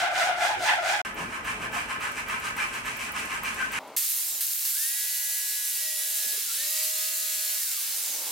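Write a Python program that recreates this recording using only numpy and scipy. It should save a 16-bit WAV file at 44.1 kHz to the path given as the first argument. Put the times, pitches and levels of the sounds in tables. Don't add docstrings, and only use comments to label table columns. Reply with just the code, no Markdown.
import sys
import numpy as np
from scipy import signal
from scipy.fft import rfft, irfft, next_fast_len
from scipy.io import wavfile
from scipy.ndimage import uniform_filter1d, map_coordinates

SR = 44100
rng = np.random.default_rng(int(sys.argv[2]) if len(sys.argv) > 2 else 0)


def master(y):
    cut = np.clip(np.atleast_2d(y).T, -1, 1)
    pcm = np.round(cut * 32767)
    wavfile.write(sys.argv[1], SR, pcm.astype(np.int16))


def linear_from_db(decibels):
    return 10 ** (np.asarray(decibels, float) / 20)


N = 366471

T = np.arange(N) / SR
SIZE = next_fast_len(N + SR // 2)
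LOG_HZ = np.log(np.arange(SIZE // 2 + 1) * SR / SIZE + 1)
GAP_S, BLADE_S, CUT_S, TRIGGER_S = 1.017, 1.049, 3.79, 3.964
FULL_HZ, START_HZ, COAST_HZ = 209.6, 135, 80
MESH_RATIO = 28 / 3

# f/Hz, level/dB per Hz
ROOM_COLOUR = [
    [(24, -43), (40, -14), (301, -9.5), (377, -4), (420, -14), (520, -6), (680, -13), (1140, -120)],
    [(18, -45), (34, -9), (50, -3), (96, -7), (124, 1.5), (167, 0.5), (268, -0.5), (329, -6), (392, -4),
     (549, -6.5), (760, -4.5), (990, -5), (1670, -120)],
    [(24, -73), (40, -39), (243, -12), (290, -9), (455, -11.5), (600, -3), (697, -10.5), (790, -2.5),
     (1550, -17), (1680, -20), (2210, -17), (2570, -21.5), (16000, -39.5)],
]
# t/s, width/s, gain/dB
SWELLS = [
    (.6, 0.047, 8),
    (1.21, 0.047, 8.5),
    (1.64, 0.14, 4.5),
]
# f/Hz, left minus right/dB
LEAN = [
    [(100, 1.5), (700, 1.5), (1300, 1), (2400, -3.5), (15000, 0)],
    [(700, 0.8), (4400, 1.2), (8100, -2)],
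]
# f/Hz, likeness/0-1
FAR = [(60, 0.97), (200, 0.95), (640, 0.67), (1400, 0.26), (3000, 0.2), (15000, 0.16)]
# f/Hz, likeness/0-1
NEAR = [(300, 1), (640, 0.99), (1400, 0.99), (3100, 0.82), (6800, 0.36), (15000, 0.49)]
# start t/s, level/dB, fastest tooth rate f/Hz, place of fastest moment/0-1
SAW_STROKES = [
    (-.1, -25.5, 790, 0.39),
    (.125, -26.5, 810, .3),
    (.375, -27, 855, .7),
    (.595, -26, 835, .3),
    (.82, -27, 850, .65),
]
# f/Hz, width/Hz, level/dB
SLAT_MODES = [(600, 110, -2.5), (800, 280, 1.5), (1550, 400, 0.5), (2130, 160, -0.5), (2290, 470, -6.5),
              (3400, 970, -15)]
# f/Hz, level/dB per Hz
HACKSAW_COLOUR = [(590, -43), (1000, -17), (1160, -31), (1550, -3.5), (1870, -6.5), (2470, -6), (2740, -13),
                  (8450, -25), (16000, -41.5)]
# start t/s, level/dB, brightness/dB
BLADE_STROKES = [(.97, -36.5, -10), (1.14, -35, -10.5), (1.28, -35, -13), (1.42, -31, -12.5),
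                 (1.58, -34, -12.5), (1.699, -31, -10), (1.859, -31.5, -13.5), (1.98, -31, -11.5),
                 (2.13, -34, -9), (2.25, -31, -12.5), (2.4, -33.5, -8), (2.541, -29, -12.5),
                 (2.7, -35, -7.5), (2.821, -33, -9), (2.96, -35, -6.5), (3.12, -31, -9.5), (3.27, -33, -10),
                 (3.409, -32.5, -8), (3.55, -32, -12), (3.69, -32.5, -8)]
# f/Hz, width/Hz, level/dB
STICK_MODES = [(1032, 64, -3), (1295, 54, 3), (1544, 52, 0), (1732, 25, 4.5), (1970, 55, -2.5),
               (2370, 44, 1), (2640, 77, -10), (3000, 300, -10)]
# f/Hz, level/dB per Hz
BLADE_COLOUR = [(470, -58), (800, -6.5), (1070, -1.5), (1150, -9), (1260, 1.5), (1420, -2.5), (1550, -0.5),
                (1900, -6), (2410, -2.5), (3600, -22), (8880, -21.5), (11300, -29), (16000, -38)]
# t/s, peak level/dB, f/Hz
TICKS = [(1.1438, -37, 14500), (1.4466, -39, 14600), (1.7235, -37, 15600), (2.0058, -40, 13200),
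         (2.1176, -36, 10200), (2.2832, -34, 15600), (2.3984, -35, 10200), (2.5661, -33, 13200),
         (2.6713, -38, 10100), (2.8559, -33, 10000), (2.9684, -35, 14000), (3.1188, -31, 13200),
         (3.2555, -37, 10100), (3.4336, -29, 15300), (3.5433, -33, 10100), (3.7189, -31, 15500),
         (3.8761, -44, 10200)]
# t/s, peak level/dB, f/Hz
SQUEAKS = [
    (1.735, -31.5, 846),
    (1.76, -30.5, 705),
    (2.31, -35, 1287),
    (2.6, -27, 2370),
    (3.6, -25.5, 1558),
    (3.625, -22, 1518),
]
# t/s, peak level/dB, f/Hz
KNOCKS = [
    (6.244, -44, 431),
    (6.262, -42, 257),
    (6.329, -45, 423),
    (6.344, -42, 520),
    (6.376, -39.5, 415),
    (6.409, -56, 288),
    (6.468, -49, 209),
]
# t/s, length/s, first f/Hz, growth/per s, level/dB
WHISTLES = [
    (3.968, .027, 5600, 36, -34),
    (4.1, .3, 12500, -2.23, -38),
    (7.92, .3, 10450, -2.42, -38.5),
]
# on t/s, off t/s
BLIPS_S = [
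    (3.966, 4.0),
    (4.4, 4.72),
]
# on t/s, off t/s
POWER_S = [
    (4.72, 6.375),
    (6.51, 7.597),
]
# t/s, gain/dB, decay/s
JOLTS = [
    (3.963, 6.5, 0.027),
    (4.404, 8.5, 0.033),
    (4.5, 3, 0.031),
    (4.646, 4.5, 0.047),
]
# t/s, width/s, speed loss/Hz, mesh gain/dB
PUSHES = [
    (5.901, .14, 4.13, 8.5),
    (6.5, .025, .1, 8),
    (6.61, 0.024, 0.52, 12),
    (6.75, .08, 2, 8),
]
# t/s, pressure/0-1
PRESSURE = [(5.0, 0.07), (5.48, 0.42), (5.7, 0.33), (5.88, 0.91), (6.08, .7), (6.38, 0.72), (6.6, 0.87),
            (6.8, 1), (7.17, 0.73)]
# t/s, level/dB
RUSH = [(3.97, -30), (4.15, -30.5), (4.39, -34.5), (4.45, -33), (4.72, -31.5), (4.8, -29.7), (5, -30),
        (6, -32), (6.2, -30), (6.46, -32.5), (6.6, -29.7), (7.5, -31), (8.05, -32.5), (8.24, -34),
        (8.29, -33.5)]
# f/Hz, level/dB per Hz
RUSH_COLOUR = [(530, -40), (900, -27), (1340, -18), (1460, -18.5), (1550, -14.5), (1920, -13), (2140, -13),
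               (4010, -7.5), (6970, -3.5), (13200, -1), (16000, -6.5)]
# f/Hz, width/Hz, level/dB
CASING_MODES = [(13200, 1100, -1.5), (7800, 1200, -13)]
# multiple of half turn, first run level/dB, second run level/dB
FIELD = [(1.93, -78.5, -83.5), (4.02, -68.5, -70), (5.03, -70.5, -66.5), (5.98, -72.5, -60),
         (7.044, -61, -59), (8.03, -50.5, -57), (10.03, -63, -62), (11.05, -56, -54), (11.93, -59, -56),
         (13.1, -59, -55), (13.9, -56.5, -58), (19.94, -73, -49.5), (32.4, -65, -51), (35.8, -66, -53)]
# multiple of half turn, first run level/dB, second run level/dB
BARS = [(48, -52, -54), (50, -52, -54), (52, -49, -53), (56, -53, -43.5), (58, -47, -43.5), (60, -51, -53),
        (62, -52, -51), (64, -53, -55)]
# multiple of mesh rate, level/dB
GEAR = [(1, 1), (2, -8.5), (4, -6), (7, -9)]


def curves(table):
    s, *columns = np.transpose(table)
    return [np.interp(T, s, c) for c in columns]


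def along(points):
    hz, value = np.transpose(points)
    return np.interp(LOG_HZ, np.log(hz), value)


def colour(x, points, split_hz):
    low = 1 / (1 + np.exp(6 * (LOG_HZ - np.log(split_hz))))
    shaped = rfft(x, SIZE) * linear_from_db(along(points))
    return irfft(shaped * np.array([low, 1 - low]), SIZE)[:, :N]


def unit(x, lo_hz, hi_hz):
    band = abs(rfft(x, SIZE)[int(lo_hz * SIZE / SR):int(hi_hz * SIZE / SR)]) ** 2
    return x / np.sqrt(2 * band.sum() / SIZE / N)


def ring(x, modes):
    out = 0
    for k, (hz, width_hz, db) in enumerate(modes):
        b, a = signal.iirpeak(hz, hz / max(width_hz, 5), SR)
        out = out + (-1) ** k * linear_from_db(db) * signal.lfilter(b, a, x)
    return out


def walk(rate_hz, size=N):
    levels = np.repeat(rng.standard_normal(int(9 * rate_hz) + 9), 4)
    levels = uniform_filter1d(levels, 4)
    return 1.2 * np.interp(T[:size] * rate_hz * 4, np.arange(len(levels)), levels)


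def gate(t0_s, t1_s, fade_s=0.00064):
    return np.clip(np.minimum(T - t0_s, t1_s - T) / fade_s, 0, 1)


def bumps(s, width_s, size):
    return sum(g * np.exp(-((T - t) / w) ** 2) for t, w, g in zip(s, width_s, size))


def strokes(starts_s, end_s, at):
    edges = np.append(starts_s, end_s)
    place = np.interp(T, edges, np.arange(len(edges)) - 1e-9)
    k = np.clip(np.floor(place).astype(int), 0, len(starts_s) - 1)
    part = place - k
    at = np.clip(np.broadcast_to(at, len(starts_s))[k], .05, .95)
    return k, np.clip(np.minimum(part / at, (1 - part) / (1 - at)), 0, 1)


def teeth(hz, jitter, wander, scatter_db):
    uneven_hz = hz * (1 + jitter * walk(400) + wander * walk(50))
    bites = np.diff(np.floor(np.cumsum(uneven_hz) / SR), prepend=0)
    return bites * linear_from_db(scatter_db * rng.standard_normal(N))


def grit(spread_db):
    return rng.standard_normal(N) * linear_from_db(spread_db * walk(900))


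def hits(table, decay_s, noisy):
    out, t = np.zeros(N + 4096), T[:4096]
    for s, db, hz in table:
        noise = np.interp(t / decay_s * 45, np.arange(256), rng.standard_normal(256))
        rough = 1 - noisy + noisy * noise
        envelope = np.exp(-t / decay_s) * np.minimum(t * hz, 1)
        out[int(s * SR):][:4096] += linear_from_db(db) * rough * np.sin(2 * np.pi * hz * t) * envelope
    return out[:N]


def space(x, likeness, lean, t60_s, wet_db):
    t = T[:SR // 2]
    decay = np.exp(-np.log(1000) * t / (t60_s * np.array([[1], [1.6]])))
    tails = rng.standard_normal((2, len(t))) * decay
    mid, side = rfft(tails / np.linalg.norm(tails, axis=1, keepdims=True), SIZE)
    like = np.clip(along(likeness), 0, .995)
    mid = (1 + linear_from_db(wet_db) * mid) / np.sqrt(1 + linear_from_db(2 * wet_db))
    side = side * np.sqrt((1 - like) / (1 + like))
    tilt = linear_from_db(along(lean) / 2)
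    return irfft(rfft(x, SIZE) * np.array([(mid + side) * tilt, (mid - side) / tilt]), SIZE)[:, :N]


def room(shot):
    level_db = (-55.5, -48, -55.5)[shot] + bumps(*np.transpose(SWELLS))
    ducked_db, recover_db_s, duck_s = -77.5, 27, 0.03
    on = sum(gate(*p) for p in [*BLIPS_S, *POWER_S]) > 0
    idle_s = T - np.maximum.accumulate(np.where(on, T, -9))
    level_db = np.minimum(level_db, ducked_db + recover_db_s * idle_s)
    level_db = uniform_filter1d(level_db, int(duck_s * SR))
    rumble = sum(colour(rng.standard_normal(N), ROOM_COLOUR[shot], 300))
    return linear_from_db(level_db) * unit(rumble, 105, 380)


def hacksaw():
    starts_s, level_db, top_hz, fastest = np.transpose(SAW_STROKES)
    end_s, turn_hz = 1.03, 700
    k, effort = strokes(starts_s, end_s, at=.31)
    slack = 1 - effort
    level_db = uniform_filter1d(level_db[k], 999)
    slat_db = level_db - 0.5 - 6.5 * slack ** 2
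    rasp_db = level_db - 10.5 * slack
    treble_slack = 1 - strokes(starts_s - 0.022, end_s, at=0.41)[1]
    treble_db = level_db - 9.5 - 17 * treble_slack ** 1.58

    speed = strokes(starts_s, end_s, fastest)[1]
    bites = teeth(turn_hz + (top_hz[k] - turn_hz) * speed, jitter=.078, wander=.045, scatter_db=3.5)
    slat, rasp = colour(ring(bites + 0.043 * grit(1.8), SLAT_MODES), [(500, 2.5), (1100, -8)], 1250)
    scrape, treble = colour(grit(1.3), HACKSAW_COLOUR, 3750)
    rasp = unit(rasp, 1200, 3400) + linear_from_db(-6.0) * unit(scrape, 1200, 3000)
    slat = linear_from_db(slat_db - 1.5 + 3.2 * walk(70)) * unit(slat, 550, 1000)
    rasp = linear_from_db(rasp_db - 1.0 + 2.03 * walk(45.7)) * rasp
    return slat + rasp + linear_from_db(treble_db) * unit(treble, 3700, 12000)


def blade():
    starts_s, level_db, bright_db = np.transpose(BLADE_STROKES)
    sounding_s, end_s = starts_s + 0.0076, 3.85
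    k, effort = strokes(sounding_s, end_s, at=0.38)
    rasp_gain = effort * linear_from_db(level_db)[k] + (1 - effort) * linear_from_db(-43)
    bright = strokes(sounding_s, end_s, np.resize((0.35, 0.34), len(starts_s)))[1]
    bright = np.minimum(1.24 * bright, 1) ** 1.65
    turn_db = np.resize((-57, -62), len(starts_s)) + 3.4 * (starts_s - BLADE_S)
    turn_gain = np.interp(T, starts_s, linear_from_db(turn_db))
    treble_gain = bright * linear_from_db(level_db + bright_db - 1.5)[k] + (1 - bright) * turn_gain

    scrape, treble = colour(grit(1.6), BLADE_COLOUR, 2370)
    rasp = unit(ring(grit(1.6), STICK_MODES), 800, 3200) + linear_from_db(-1.0) * unit(scrape, 740, 3200)
    rasp = rasp_gain * linear_from_db(-3.5 + 1.07 * walk(40)) * rasp
    return rasp + treble_gain * linear_from_db(-0.7) * unit(treble, 5300, 9600)


def whistles():
    out = 0
    for s, length_s, first_hz, growth, db in WHISTLES:
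        hz = first_hz * np.exp(growth * np.clip(T - s, 0, length_s))
        tone = np.sin(2 * np.pi * np.cumsum(hz * (1 + .011 * walk(300))) / SR)
        fall_db = 5 * np.log10(hz / first_hz) * (growth < 0)
        envelope = gate(s, s + length_s, fade_s=length_s / 6) ** .7
        out = out + linear_from_db(db + 2 * walk(80) + fall_db) * tone * envelope
    return out


def motor_speed():
    run_up_s, coast_s = .068, .185
    hz, now_hz = np.full(N, 1. * START_HZ), START_HZ
    moments = np.append(np.ravel(POWER_S), 9)
    goals = [(FULL_HZ, run_up_s), (COAST_HZ, coast_s)] * 2
    for a, b, (goal_hz, tau_s) in zip(moments, moments[1:], goals):
        glide = goal_hz + (now_hz - goal_hz) * np.exp(-np.maximum(T - a, 0) / tau_s)
        hz = np.where(T >= a, glide, hz)
        now_hz = goal_hz + (now_hz - goal_hz) * np.exp(-(b - a) / tau_s)
    return hz - bumps(*np.transpose(PUSHES)[:3])


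def rush(turn):
    rise_s, jolts_db = 0.0055, 0
    for s, db, decay_s in JOLTS:
        fall = np.exp(-np.maximum(T - s - rise_s, 0) / decay_s)
        jolts_db = jolts_db + db * np.clip((T - s) / rise_s, 0, 1) * fall
    rush_db = curves(RUSH)[0] + jolts_db
    edge_db = rush_db - 12 + 4 * curves(PRESSURE)[0]

    share = .42 * sum(gate(*p, fade_s=0.098) for p in POWER_S)
    pattern = rng.standard_normal((64, 630))
    place = [T * 6, turn / (6 * np.pi) % 1 * 630]
    clatter = map_coordinates(pattern, place, order=1, mode="grid-wrap")
    throb = 1 + 0.12 * np.sin(turn) + 0.055 * np.sin(turn * 4 / 3) + .08 * np.sin(2 * turn)
    hiss = np.sqrt(1 - share) * grit(0.97) * throb + 1.28 * np.sqrt(share) * clatter
    edge, top = colour(hiss, RUSH_COLOUR, 5600)

    top = top + linear_from_db(-5) * ring(top, CASING_MODES) * gate(0, POWER_S[0][0] + .1, fade_s=.1)
    top = linear_from_db(rush_db + 0.62 * walk(30)) * unit(top, 4500, 15200)
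    edge = edge - 1.24 * share * colour(edge, [(900, 0), (2000, 0)], 2030)[0]
    edge = linear_from_db(edge_db - 1.8 * share + 0.66 * walk(20)) * unit(edge, 1500, 4970)
    return (top + edge) * gate(TRIGGER_S, 9)


def drive(hz, turn):
    start = int(CUT_S * SR)
    run = (T > POWER_S[1][0]).astype(int)
    since_s = T - np.array(POWER_S)[run, 0]
    slow_db = 20 * np.log10(hz / FULL_HZ)
    on = sum(gate(*p, fade_s=.03) for p in POWER_S)
    s, width_s, _, push_db = np.transpose(PUSHES)

    hum_free_db, hum_pressed_db = -83, -51
    hum_db = hum_free_db + (hum_pressed_db - hum_free_db) * curves(PRESSURE)[0]
    hum_db = hum_db + 9 * slow_db * (1 - on / 2) - 12 * (1 - on)
    # level at start, fall in dB/s
    mesh_db = np.array((-44.5, -54))[run] - np.array((6.5, 1))[run] * since_s
    mesh_db = np.maximum(mesh_db + bumps(s, width_s, push_db) - 3.4 * (1 - on), -58)
    mesh_db = np.where(T > POWER_S[1][1], -50.5 + 1.9 * slow_db, mesh_db)
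    whine_db = np.array((-40, -45))[run] - np.array((.5, 12))[run] * since_s
    whine_db = whine_db + 1.5 * walk(4.4) - 6 * (1 - on)
    first, second = (gate(*p, fade_s=0.027)[start:] for p in POWER_S)

    def line(multiple):
        waver = linear_from_db(np.minimum(2.4 * walk(4.49, size=N - start), 2.5))
        return np.sqrt(2) * waver * np.sin(multiple * turn[start:] + 6 * rng.random())

    def family(table):
        return sum((first * linear_from_db(a_db) + second * linear_from_db(b_db)) * line(k) for k, a_db, b_db in table)

    field = family(FIELD) * (hz[start:] / hz.max()) ** 14
    powered = np.pad(field + family(BARS), (start, 0))
    gear = np.pad(sum(linear_from_db(db) * line(k * MESH_RATIO) for k, db in GEAR[1:]), (start, 0))
    hum = linear_from_db(hum_db) * np.sin(3 * turn)
    mesh = linear_from_db(mesh_db) * np.sin(turn * MESH_RATIO)
    whine = linear_from_db(whine_db) * np.sin(54 * turn)
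    running = gate(POWER_S[0][0], 7.86, fade_s=0.07)
    return powered + running * (np.sqrt(2) * (hum + mesh + whine) + linear_from_db(mesh_db) * gear)


def scene():
    ticks = hits(TICKS, decay_s=.005, noisy=0.92)
    squeaks = hits(SQUEAKS, decay_s=0.03, noisy=0.13)
    knocks = hits(KNOCKS, decay_s=0.0074, noisy=0.2)
    hz = motor_speed()
    turn = 2 * np.pi * np.cumsum(hz) / SR
    jigsaw = room(2) + ticks + knocks + whistles() + rush(turn) + drive(hz, turn)

    first = gate(-1, GAP_S) + linear_from_db(-59) * gate(GAP_S - .01, GAP_S + 0.011, fade_s=0.0043)
    out = space(room(0) + hacksaw(), FAR, LEAN[0], t60_s=0.14, wet_db=-10) * first
    scrub = room(1) + ticks + squeaks + blade()
    out += space(scrub, FAR, LEAN[0], t60_s=0.17, wet_db=-7.5) * gate(BLADE_S, CUT_S)
    return out + space(jigsaw, NEAR, LEAN[1], t60_s=0.46, wet_db=-7.5) * gate(CUT_S, 9)


def roll_off(x):
    return signal.sosfilt(signal.butter(12, 16800, fs=SR, output="sos"), x)


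def record(dry):
    lowpass = signal.ellip(10, .2, 80, 15950, fs=SR, output="sos")
    mix = signal.sosfilt(lowpass, dry)
    return roll_off(mix)


dry = scene()
out = record(dry)
master(out)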